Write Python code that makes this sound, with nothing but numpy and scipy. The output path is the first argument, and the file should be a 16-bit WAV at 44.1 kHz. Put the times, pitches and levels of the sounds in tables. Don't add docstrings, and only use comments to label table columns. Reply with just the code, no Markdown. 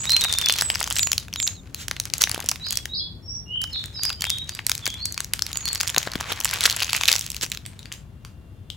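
import sys
import numpy as np
from scipy import signal
from scipy.fft import rfft, irfft, next_fast_len
from scipy.io import wavfile

SR = 44100
rng = np.random.default_rng(int(sys.argv[2]) if len(sys.argv) > 2 else 0)


def generate_wav(signal):
    frames = np.transpose(np.atleast_2d(signal))
    scaled = np.clip(frames, -1, 1) * 32767
    pcm = np.round(scaled).astype(np.int16)
    wavfile.write(sys.argv[1], SR, pcm)


def how_loud(loudness_db):
    steps = np.asarray(loudness_db, float) / 20
    return 10 ** steps


N = 386316
TIME_S = np.arange(N) / SR
SIDES = np.array([[1], [-1]])
DROPPED_S = 7.6


def rms_one(x):
    return x / np.sqrt(np.mean(x ** 2) + 1e-20)


def at_hz(points, hz):
    table_hz, values = np.array(points).T[:2]
    return np.interp(np.log(np.maximum(hz, 1)), np.log(table_hz), values)


def band(x, low_hz, high_hz):
    edges_hz = [low_hz, min(high_hz, .45 * SR)]
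    return signal.sosfilt(signal.butter(2, edges_hz, "band", fs=SR, output="sos"), x)


def ring(x, hz, width_hz):
    r = np.exp(-np.pi * width_hz / SR)
    feedback = [1, -2 * r * np.cos(2 * np.pi * hz / SR), r * r]
    return signal.lfilter([(1 - r * r) / 2, 0, (r * r - 1) / 2], feedback, x)


def bell(centre_s, half_s):
    return np.exp(-((TIME_S - centre_s) / half_s) ** 2)


def drift(rate):
    knots = rng.standard_normal(400)
    return np.interp(TIME_S * rate, np.arange(400), knots)


def echoes(x, t60, rise_s, alike, treble_loss_db=0):
    t = np.arange(SR) / SR
    mid, side = rng.standard_normal((2, SR)) * (1 - np.exp(-t / rise_s)) * how_loud(-60 * t / t60)
    alike = np.clip(alike, 0, 1)
    pair = np.sqrt(alike) * mid + np.sqrt(1 - alike) * side * SIDES
    dull = band(pair, 20, 4400)
    pair = dull + how_loud(-treble_loss_db * t) * (pair - dull)
    return signal.fftconvolve(pair / np.sqrt(np.sum(mid ** 2)), x[None], axes=1)[:, :N]


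# (pitch [Hz], level [dB per Hz])
OUTDOORS = [(22, -23.5), (60, 4.5), (97, 3.5), (170, -4), (451, -19), (2910, -37.5), (3430, -35),
            (5570, -42.5), (11600, -42.5), (16000, -45)]
# (pitch [Hz], likeness [0 to 1])
LIKENESS = [(60, 1), (380, 0.67), (2380, 0.18), (8500, 0.18)]
# (pitch [Hz], level [dB rms])
HUM = [(50, -54), (100, -45.5), (150, -56)]
# (pitch [Hz], peak level [dB])
WHINES = [(2770, -73), (3130, -78), (3480, -76)]


def outdoors():
    hz = np.fft.rfftfreq(N, 1 / SR)
    alike = np.clip(at_hz(LIKENESS, hz), 0, 1)
    mid, side = rfft(rng.standard_normal((2, N))) * how_loud(at_hz(OUTDOORS, hz))
    noise = rms_one(irfft(np.sqrt(1 + alike) * mid + np.sqrt(1 - alike) * side * SIDES, N))
    hum, whine = np.zeros((2, N))
    for tone_hz, level_db in HUM:
        hum += how_loud(level_db + 0.5 * drift(3.4)) * np.sqrt(2) * np.sin(2 * np.pi * tone_hz * TIME_S)
    for tone_hz, level_db in WHINES:
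        whine += how_loud(level_db + 3.0 * drift(8.7)) * np.sin(2 * np.pi * tone_hz * TIME_S)
    motor_on = np.clip(2 * (TIME_S - 7.6), 0, 1)
    return how_loud(-41 - 0.37 * TIME_S) * noise + how_loud(-6.0) * hum + motor_on * whine


# (time [s], half length [s], crackle level [dB])
SQUEEZES = [
    (2.213, 0.008, -22.5),
    (6.65, 0.022, -36),
    (7.433, 0.017, -26.5),
]
SETTLE_DB, SETTLE_S = -30, 0.017


def settling_power():
    s, peak_db, _ = np.transpose(SNAPS)
    marks = np.zeros(N)
    marks[(s * SR).astype(int)] = how_loud(peak_db + SETTLE_DB) ** 2
    power = signal.lfilter([1], [1, -np.exp(-1 / (SETTLE_S * SR))], marks + 1e-18)
    for at_s, half_s, db in SQUEEZES:
        power = power + how_loud(db) ** 2 * bell(at_s, half_s)
    return power


# (time [s], bright crackle [dB], dull crackle over bright [dB])
HANDLING = [(0, -37.5, -8.5), (.45, -28, -10), (1.001, -31.5, -13), (1.29, -100, -14.5), (1.67, -65, 9),
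            (1.81, -48, -18.5), (2.301, -58.5, 12), (2.791, -37, -12), (2.921, -99.5, -6), (3.55, -115, 3),
            (3.701, -42, -9), (4.87, -50.5, -2.5), (5.31, -57.5, 6), (5.97, -52.5, 9.5), (7.1, -20, -16.5),
            (7.3, -33.5, -25), (7.939, -66.5, 15.5), (8.11, -79.5, 15)]
# (pitch [Hz], level [dB per Hz])
FOIL = [(180, -48), (300, -22.5), (2840, 7), (7020, 7.5), (9020, -16.5), (15200, -4), (16500, -19)]
# (time [s], half length [s], level over the usual hiss [dB])
RUBS = [
    (1.816, 0.051, 28.5),
    (6.306, 0.032, 22.5),
]
# (from [s], to [s])
STILL = [
    (2.53, 2.7),
    (3.65, 4.02),
    (7.56, 9),
]
SETTLE_DULL_DB = -15
SQUEEZE_HISS_DB = 20
STILL_CLICK_DB = -6.5


def crackle():
    s, *levels = np.transpose(HANDLING)
    hands_db, dullness_db = (np.interp(TIME_S, s, column) for column in levels)
    settling = settling_power()
    bright_db = 10 * np.log10(how_loud(hands_db) ** 2 + settling)
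    dull_db = 10 * np.log10(how_loud(hands_db + dullness_db) ** 2 + how_loud(SETTLE_DULL_DB) ** 2 * settling)

    sizes = how_loud(3.5 * np.minimum(rng.exponential(1, N), 3.2)) * rng.choice([-1, 1], N)
    clicks_per_s = 550 * how_loud(6.5 * drift(30))
    clicks = sizes * (rng.random(N) < clicks_per_s / SR)
    still = sum((TIME_S > from_s) & (TIME_S < to_s) for from_s, to_s in STILL)
    clicks = clicks * how_loud(STILL_CLICK_DB * still)

    slide_db = np.full(N, -3.5)
    for at_s, half_s, db in RUBS:
        slide_db += db * bell(at_s, half_s)
    for at_s, half_s, _ in SQUEEZES:
        slide_db += SQUEEZE_HISS_DB * bell(at_s, half_s)
    slide = how_loud(slide_db) * rng.standard_normal(N)

    dealt, out = rng.integers(0, 14, N), 0
    for k, hz in enumerate(np.geomspace(450, 15000, 14)):
        moved = clicks * (abs(dealt - k) < 2)
        facet = ring(rms_one(moved) + slide, hz, 0.48 * hz)
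        bright = np.clip(np.log(hz / 1200) / np.log(8.5), 0, 1)
        reference_db = at_hz(FOIL, 688) * (1 - bright) + at_hz(FOIL, 7340) * bright
        level_db = (dull_db - 6.5) * (1 - bright) + (bright_db - 12.0) * bright
        level_db = level_db + at_hz(FOIL, hz) - reference_db
        lean_db = 2.1 * (-1) ** (k // 2) * SIDES
        out = out + (-1) ** k * how_loud(level_db + lean_db) * rms_one(facet)
    return out


# (time [s], length [s], level [dB], from [Hz], up to [Hz])
RISING = [(.08, 0.074, -6.5, 3990, 4210), (.205, 0.031, -10.5, 3480, 3890), (.465, 0.048, -20, 4050, 4390),
          (.94, 0.048, -21, 7100, 8030), (1.36, 0.063, -22.5, 6500, 7570), (2.685, .06, -33, 3200, 3400),
          (2.985, 0.04, -27, 3166, 3500), (3.22, 0.15, -28.5, 5290, 5760), (3.92, 0.053, -36.5, 3700, 4030),
          (3.455, 0.14, -23.5, 2713, 3128), (3.705, 0.024, -34, 5050, 5180),
          (3.965, 0.11, -21.5, 4310, 5070), (4.15, 0.19, -30.5, 2900, 3497), (4.47, 0.055, -35, 4250, 4850),
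          (4.84, 0.1, -33.5, 3075, 3520), (4.97, 0.081, -25.5, 3830, 4650),
          (5.62, 0.076, -24.5, 4260, 4500)]
# (time [s], length [s], level [dB], from [Hz], to [Hz])
FALLING = [(0, 0.015, -30.5, 7700, 7730), (0, 0.0077, -21, 7050, 6620), (.29, 0.023, -23.5, 3690, 3470),
           (.37, 0.015, -21, 3645, 3560), (.068, 0.021, -23.5, 3730, 3940), (1.19, 0.041, -48, 3880, 3690),
           (.435, 0.038, -22, 3470, 3480), (.61, 0.09, -34.5, 8000, 7600), (1.0, 0.036, -26.5, 7250, 6700),
           (1.415, 0.024, -25, 7760, 6130), (1.355, 0.056, -39, 4020, 3440),
           (1.545, 0.061, -49, 4400, 3500), (1.75, 0.069, -51, 4220, 3670), (1.955, 0.065, -52, 4300, 3800),
           (3.725, 0.037, -32, 4460, 3270), (3.94, 0.066, -40.5, 5230, 4550),
           (4.25, .16, -40.5, 3600, 3868), (4.82, 0.046, -41.5, 3570, 3120), (5.53, 0.11, -43, 6870, 6600),
           (5.76, 0.22, -52, 6740, 6600)]
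# (time [s], length [s], level [dB], low [Hz], high [Hz])
LEAPING = [
    (2.595, 0.092, -30, 3780, 5050),
    (2.885, 0.108, -26.5, 3660, 5115),
]
# (share of length [0 to 1], share of pitch span [0 to 1], level [dB])
RISE = [(0, 0.21, -29), (0.401, .45, -7.5), (.8, 1, -7), (1, 0.33, -7)]
FALL = [(0, 0.094, 8.5), (.2, .15, 5.5), (0.598, 0.66, 2.5), (1, 0.89, 5)]
LEAP = [(0, 0.068, -15.5), (.44, 0.15, -2), (0.65, 0.98, -4), (.8, 0.92, -6), (.96, .22, 2), (1, 0.2, -8)]


def birds():
    near, far, clear = np.zeros((3, N))
    for calls, shape in ((RISING, RISE), (FALLING, FALL), (LEAPING, LEAP)):
        share, span, shape_db = np.transpose(shape)
        for start_s, length_s, peak_db, from_hz, to_hz in calls:
            s = start_s + length_s * share
            hz = from_hz + (to_hz - from_hz) * span
            i = np.arange(round(s[0] * SR), round(s[-1] * SR))
            fade = np.minimum(1, np.minimum(i - i[0], i[-1] - i) / 300)
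            loudness = how_loud(np.interp(i / SR, s, peak_db + shape_db))
            turns = np.cumsum(np.interp(i / SR, s, hz)) / SR
            if s[0] < 2 and hz[0] < 5000:
                song = near if s[0] < 1 else clear
            else:
                song = far
            song[i] += fade * loudness * np.sin(2 * np.pi * turns)
    flutter = rms_one(band(rng.standard_normal(N), 28, 140))
    far = far * (1 + 0.15 * flutter)
    walls = echoes(far + how_loud(-6.5) * near, treble_loss_db=86, t60=0.33, rise_s=0.023, alike=0.43)
    close = near + clear * (1 + flutter / 2)
    return (how_loud(-2.0) * far + how_loud(-2.5) * close + how_loud(8.5) * walls) * how_loud(-1.5 * SIDES)


# (time [s], peak level [dB], centre of colour [Hz])
CREASES = [(0.0944, -2.5, 4220), (0.1043, -3, 6140), (0.1192, -0.5, 5300), (0.1327, -8.5, 3260),
           (0.1652, 3.5, 5900), (0.2103, -4, 4700), (0.2162, -5, 4430), (0.2384, -1, 5400),
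           (0.2457, -3, 3530), (0.3258, -0.5, 5260), (0.3378, -5, 5010), (0.3857, 1.5, 6300),
           (0.4134, -7, 4100), (0.4594, -1.5, 4200), (0.4859, 0, 4130), (0.4967, 0.5, 3150),
           (0.5236, -2, 6100), (0.5781, -11, 5600), (0.5896, -9.5, 4700), (0.6106, -0.5, 5420),
           (0.6211, -2.5, 5650),
           (0.7006, -1, 2690), (0.755, -5.5, 3280), (0.804, -6.5, 7030), (0.812, -14.5, 2410),
            (0.828, -3, 5000), (0.841, -5.5, 3970), (0.863, -19, 4420), (0.875, -12, 5600),
            (0.902, -5.5, 7750), (0.9085, -7, 4940), (0.965, -5, 3840), (0.984, -9.5, 7320),
            (0.9931, -0.5, 4040), (1.071, -4, 5170), (1.1173, 1, 4950), (1.1305, 1.5, 5470),
            (1.1795, 0.5, 4800), (1.2824, -23, 2920), (1.3374, -8, 3800), (1.359, -11, 3730),
            (1.4001, -3, 3180), (1.4732, -12, 7500), (1.476, 0.5, 4440),
           (1.7455, -9.5, 7400), (1.882, -7, 4330), (1.9117, -7.5, 3580), (1.965, -14.5, 2700),
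           (1.9994, -1.5, 6200), (2.054, -9, 6450), (2.1369, 1, 5440), (2.181, -9, 7550),
           (2.212, -7.5, 5120), (2.2186, 3.5, 5360), (2.238, 5, 5820), (2.3147, -5.5, 6990),
           (2.345, -6.5, 5100), (2.3918, -35, 2290), (2.4027, -6.5, 7680), (2.461, -15, 8430),
           (2.488, -1, 7060), (2.4928, -5.5, 5860), (2.514, -5, 6800), (2.707, -7, 6670),
           (2.7237, -5.5, 7820), (2.7283, -8, 7150), (2.7555, -11.5, 9230), (2.7721, -1, 5600),
           (2.8554, -10, 4480),
           (3.6165, -11.5, 6200), (3.6355, -24, 5280), (3.639, -11, 4900), (3.8395, -14, 3700),
             (3.858, -14.5, 8740), (4.034, -3, 6800), (4.052, -4, 6660), (4.1015, -11.5, 4070),
             (4.1285, -16, 6000), (4.2077, -10, 5800), (4.2203, -3.5, 6200), (4.2407, -9.5, 4540),
             (4.2516, -10.5, 4050), (4.296, -10.5, 6060), (4.3018, -1, 6360), (4.3842, -15.5, 5870),
             (4.4927, -10, 4870), (4.5498, -14.5, 5230), (4.59, -15, 2180), (4.666, -0.5, 6200),
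             (4.6953, -3, 6460), (4.7163, 0, 4300), (4.7515, -7, 8350), (4.7784, -12, 6300),
             (4.8561, -8, 5470), (4.865, -3, 3900), (4.8763, -8, 6970), (4.902, -14.5, 4230),
           (5.055, -4, 5600), (5.1772, -8.5, 3370), (5.204, -4, 6100), (5.3352, 0.5, 5360),
               (5.4212, -0.5, 5060), (5.465, -9.5, 5800), (5.556, -15.5, 4720), (5.607, -18, 3000),
               (5.6548, -9, 5630), (5.673, -17.5, 4500), (5.687, -5.5, 5660), (5.749, -4.5, 5930),
               (5.801, -7, 4900), (5.8058, -1, 4450), (5.8116, -11.5, 6210), (5.857, -24, 2100),
               (5.8756, 0, 5460), (5.881, -7, 5110), (5.8998, -9.5, 6670), (5.963, -2.5, 3160),
               (5.981, 2.5, 4600), (6.063, -24, 3190), (6.0726, -15, 3240), (6.1173, -14, 4600),
               (6.1549, -8.5, 2950), (6.2042, -14, 2370), (6.2088, -7.5, 4030),
           (6.3193, -9.5, 3360), (6.331, -17, 3940), (6.4025, -7, 6740), (6.4463, 1, 5950),
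             (6.4548, -2, 6700), (6.5108, -7.5, 4690), (6.537, -2.5, 7530), (6.6074, -3, 5880),
             (6.6378, -1.5, 5280), (6.6547, 2.5, 3450), (6.6586, 5.5, 3240), (6.7083, -4, 5200),
             (6.747, -19.5, 2100), (6.7638, -8, 7470), (6.7914, -25, 3310), (6.8222, -3.5, 3810),
             (6.8258, -7, 4230), (6.8311, -5, 4230), (6.8372, -30, 3940), (6.8447, -8, 5220),
             (6.8946, -14, 3840), (6.9056, -12.5, 5460), (6.931, -1, 3100), (6.9644, -1.5, 7100),
           (7.0347, -3.5, 3620), (7.0551, -2.5, 3720), (7.0827, 3.5, 5250), (7.1157, 1.5, 5260),
            (7.1272, 0, 5960), (7.154, -3.5, 4540), (7.1621, 0, 4930), (7.2638, -11.5, 7240),
            (7.302, -10.5, 6440), (7.317, -12, 6480), (7.345, -17.5, 6850), (7.365, -11.5, 4660),
            (7.4113, -13.5, 3800), (7.431, -8.5, 3900), (7.5175, -6.5, 6200), (7.524, -13.5, 4230),
            (7.662, -13.5, 4650), (7.7915, -23, 5930), (7.856, -20, 3600), (7.9236, -15.5, 6700),
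            (7.938, -22, 8090), (8.249, -22, 4730), (8.7011, -11.5, 3900)]
SNAPS = CREASES
# (time [s], peak level [dB], centre of colour [Hz])
TICKS = [(0.0541, -9, 2720), (0.3505, -16, 5120), (0.5049, -5.5, 4680), (0.5375, -7.5, 5160),
         (0.5564, -18.5, 4030), (0.5624, -12, 5190), (0.5856, -2, 4990), (0.6063, -14, 4140),
         (0.716, -20, 4560), (0.75, -9.5, 4600), (0.7994, -12, 4300), (0.925, -5.5, 5370),
         (0.9565, -8.5, 5300), (0.9706, -9.5, 6850), (0.9857, -3, 7290), (1.0306, -4, 4710),
         (1.3281, -16.5, 3020), (1.4271, -9, 4770), (1.4673, -11, 6000), (2.0369, -24, 3830),
         (2.1001, -17.5, 3640), (2.2288, -9.5, 6480), (2.2943, -6, 5360), (2.3783, -15, 5660),
         (2.4245, -18, 4190), (2.442, -18, 6500), (2.558, -14, 4560), (2.667, -17, 2470),
         (2.686, -18.5, 6800), (2.788, -21, 3000), (3.354, -36, 3500), (3.6737, -27, 4970),
         (3.7315, -25.5, 6260), (4.0936, -12, 4020), (4.267, -15, 5500),
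         (4.941, -16, 3340), (5.0575, -15, 5570), (5.1234, -14.5, 7120), (5.1435, -14, 5300),
                    (5.2447, -13.5, 6330), (5.3921, -10, 3570), (5.5158, -19.5, 6300),
                    (5.5298, -10.5, 5700), (5.5717, -5, 9440), (5.6785, -10.5, 4400), (5.73, -6, 7320),
                    (5.756, -7.5, 4300), (5.7767, -19, 5580), (5.811, -2.5, 6020), (5.8315, -8, 6430),
                    (5.8701, -11.5, 4700), (5.894, -10.5, 3500), (5.9455, -11.5, 3920), (5.9905, -27, 4680),
                    (6.0292, -11, 5040), (6.066, -18, 3870), (6.135, -14, 4500), (6.323, -4, 4020),
                    (6.4103, -11, 4320), (6.437, -16.5, 4370), (6.4767, -14.5, 3500), (6.491, -13, 4690),
                    (6.5, -19.5, 4530), (6.5735, -24.5, 3340), (6.6635, -2.5, 4150), (6.6982, -3, 4650),
                    (6.714, -9, 5050), (6.7256, -8.5, 4830), (6.7946, -11.5, 3630), (6.8029, -7.5, 4970),
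                    (6.8968, -10.5, 4024), (6.9483, -7, 3800), (7.0108, -5.5, 4240), (7.079, -2, 5660),
                    (7.085, 1, 2700), (7.09, -3, 2600), (7.138, -8, 3690), (7.1826, -11, 4030),
                    (7.1928, -6.5, 8100), (7.2103, -9.5, 6750), (7.2205, -22, 6870), (7.4267, -13, 4530),
                    (7.444, -14, 4350), (7.451, -17, 4180), (7.463, -16, 5060), (7.5, -20.5, 7500),
                    (7.5475, -14.5, 3780), (7.573, -15.5, 3930), (7.653, -24, 2680), (7.829, -26.5, 4030),
                    (7.918, -16.5, 1790)]
DROPPED_EDGE_DB = -27


def snaps(creases):
    out, t = np.zeros((2, N + 900)), np.arange(900) / SR
    for s, peak_db, hz in creases:
        chance, sideways = rng.standard_normal(900), rng.standard_normal()
        burst = chance * (t / .0004) ** 2 * np.exp(-t / .0004)
        octaves = np.log2(hz / 5500)
        facet_hz = min(0.95 * hz, 7000)
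        neighbour_hz = np.clip(facet_hz * 2 ** (0.64 * chance[0]), 1700, 8000)
        body = ring(burst, facet_hz, 0.63 * facet_hz) + how_loud(3) * ring(burst, neighbour_hz, 950)
        thud = band(burst, 570, 4600)
        edge = band(burst * np.exp(-t / 0.00033), 3800, 16220)
        lean = how_loud(2.0 * sideways * SIDES)
        body, thud = body * lean, thud * lean
        thud_db = -27 - 3.9 * octaves
        edge_db = -9 + 5.8 * octaves + DROPPED_EDGE_DB * (s > DROPPED_S)
        snap = body / np.abs(body).max()
        snap = snap + how_loud(thud_db) * thud / np.abs(thud).max()
        snap = snap + how_loud(edge_db) * edge / np.abs(edge).max()
        i = round(s * SR)
        out[:, i:i + 900] += how_loud(peak_db - 1.5) * snap / np.abs(snap).max()
    return out[:, :N]


# (time [s], peak level [dB], ring [Hz])
POPS = [(0.25, -8.5, 1540), (0.3497, -20.5, 1470), (0.468, -9, 1650), (0.495, -27, 1330),
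        (0.624, -19, 1620), (0.7562, -13.5, 1590), (0.8123, -10, 1090), (0.875, -17.5, 1000),
        (0.9084, -17.5, 880), (1.9665, -22, 1420), (2.2373, -23.5, 1530), (2.2726, -10.5, 1620),
        (2.2965, -16.5, 1180), (2.36, -20, 950), (2.393, -21.5, 596), (2.411, -23.5, 550),
        (2.5162, -17, 1210), (3.558, -35, 1310), (3.6412, -21.5, 1170), (3.759, -26.5, 1800),
        (3.993, -27.5, 1100), (4.051, -21, 1000), (4.1023, -14.5, 960), (4.2226, -19.5, 1470),
        (4.2408, -11, 1650), (4.2678, -19, 1230), (4.5921, -15.5, 1660), (4.6953, -10, 1240),
        (4.717, -18, 1580), (4.867, -15, 1470), (4.8769, -15.5, 1250), (5.204, -18, 920),
        (5.337, -17, 1650), (5.3921, -29.5, 1360), (5.557, -19.5, 1440), (5.8068, -15.5, 885),
        (5.8327, -17, 1550), (5.9448, -15, 1440), (5.963, -11, 1630), (5.977, -12.5, 900),
        (6.0744, -15.5, 1060), (6.154, -13, 1350), (6.2, -19.5, 1610), (6.241, -18, 1480),
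        (6.319, -19, 1450), (6.4539, -9.5, 1340), (6.533, -12, 1660), (6.6588, -14, 1210),
        (6.6762, -11.5, 1070), (6.8192, -11.5, 1040), (7.011, -16, 1150), (7.0844, -18, 1560)]


def pops():
    out, t = np.zeros((2, N + 900)), np.arange(900) / SR
    for s, peak_db, hz in POPS:
        chance, sideways = rng.standard_normal(900), rng.standard_normal()
        burst = chance * t * np.exp(-t / 0.00068)
        pop = band(ring(burst, hz, 1.7 * hz), 570, 3300)
        level = how_loud(peak_db - 2.5 + 1.4 * sideways * SIDES)
        i = round(s * SR)
        out[:, i:i + 900] += level * pop / np.abs(pop).max()
    return out[:, :N]


# (time [s], peak level [dB], ring [Hz])
BUMPS = [
    (0.808, -19, 875),
    (2.344, -10, 560),
    (2.378, -5.5, 610),
    (2.443, -11.5, 566),
    (4.878, -10.5, 524),
    (5.975, -0.5, 656),
    (6.073, -2, 690),
    (6.157, -3, 223),
    (6.32, -5.5, 821),
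    (7.434, -11.5, 347),
]


def bumps():
    out, t = np.zeros(N), np.arange(1800) / SR
    for s, peak_db, hz in BUMPS:
        knock = ring(np.exp(-t / 0.0026), hz, 1.0 * hz)
        i = round(s * SR)
        out[i:i + 1800] += how_loud(peak_db - 13.0) * knock / np.abs(knock).max()
    return out


POCKET_HZ, POCKET_WIDTH_HZ, POCKET_DB = 2570, 390, -1
POCKET_S, POCKET_HALF_S = 6.95, 0.2
DROPPED_ROOM_DB = 9


def in_room(foil):
    hollow = how_loud(POCKET_DB) * bell(POCKET_S, POCKET_HALF_S)
    foil = foil + ring(hollow * foil, POCKET_HZ, POCKET_WIDTH_HZ)
    sent = foil.mean(axis=0) * how_loud(DROPPED_ROOM_DB * (TIME_S > DROPPED_S))
    return foil + how_loud(-15) * echoes(sent, t60=.26, rise_s=.002, alike=.7)


def scene():
    loud = in_room(snaps(SNAPS) + crackle() + bumps()) + birds() + outdoors()
    return loud + in_room(snaps(TICKS) + pops())


def band_limit(x):
    return signal.sosfilt(signal.butter(12, 17110, fs=SR, output="sos"), x)


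# (pitch [Hz], level [dB])
LEFT_LEAD = [(60, 4), (380, 4), (2380, 2), (15000, -0.5)]


def record(dry):
    size = next_fast_len(N + 2000)
    hz = np.fft.rfftfreq(size, 1 / SR)
    early_s = .000235
    lead = np.exp(2j * np.pi * early_s * (np.clip(hz, 6900, 15700) - 6900))
    tilt = how_loud(at_hz(LEFT_LEAD, hz) / 2)
    ports = irfft(rfft(dry, size) * [tilt, lead / tilt], size)[:, :N]
    cut = signal.sosfilt(signal.cheby2(10, 40, 16700, fs=SR, output="sos"), ports)
    return band_limit(np.clip(cut, -1, 1))


dry = scene()
out = record(dry)
generate_wav(out)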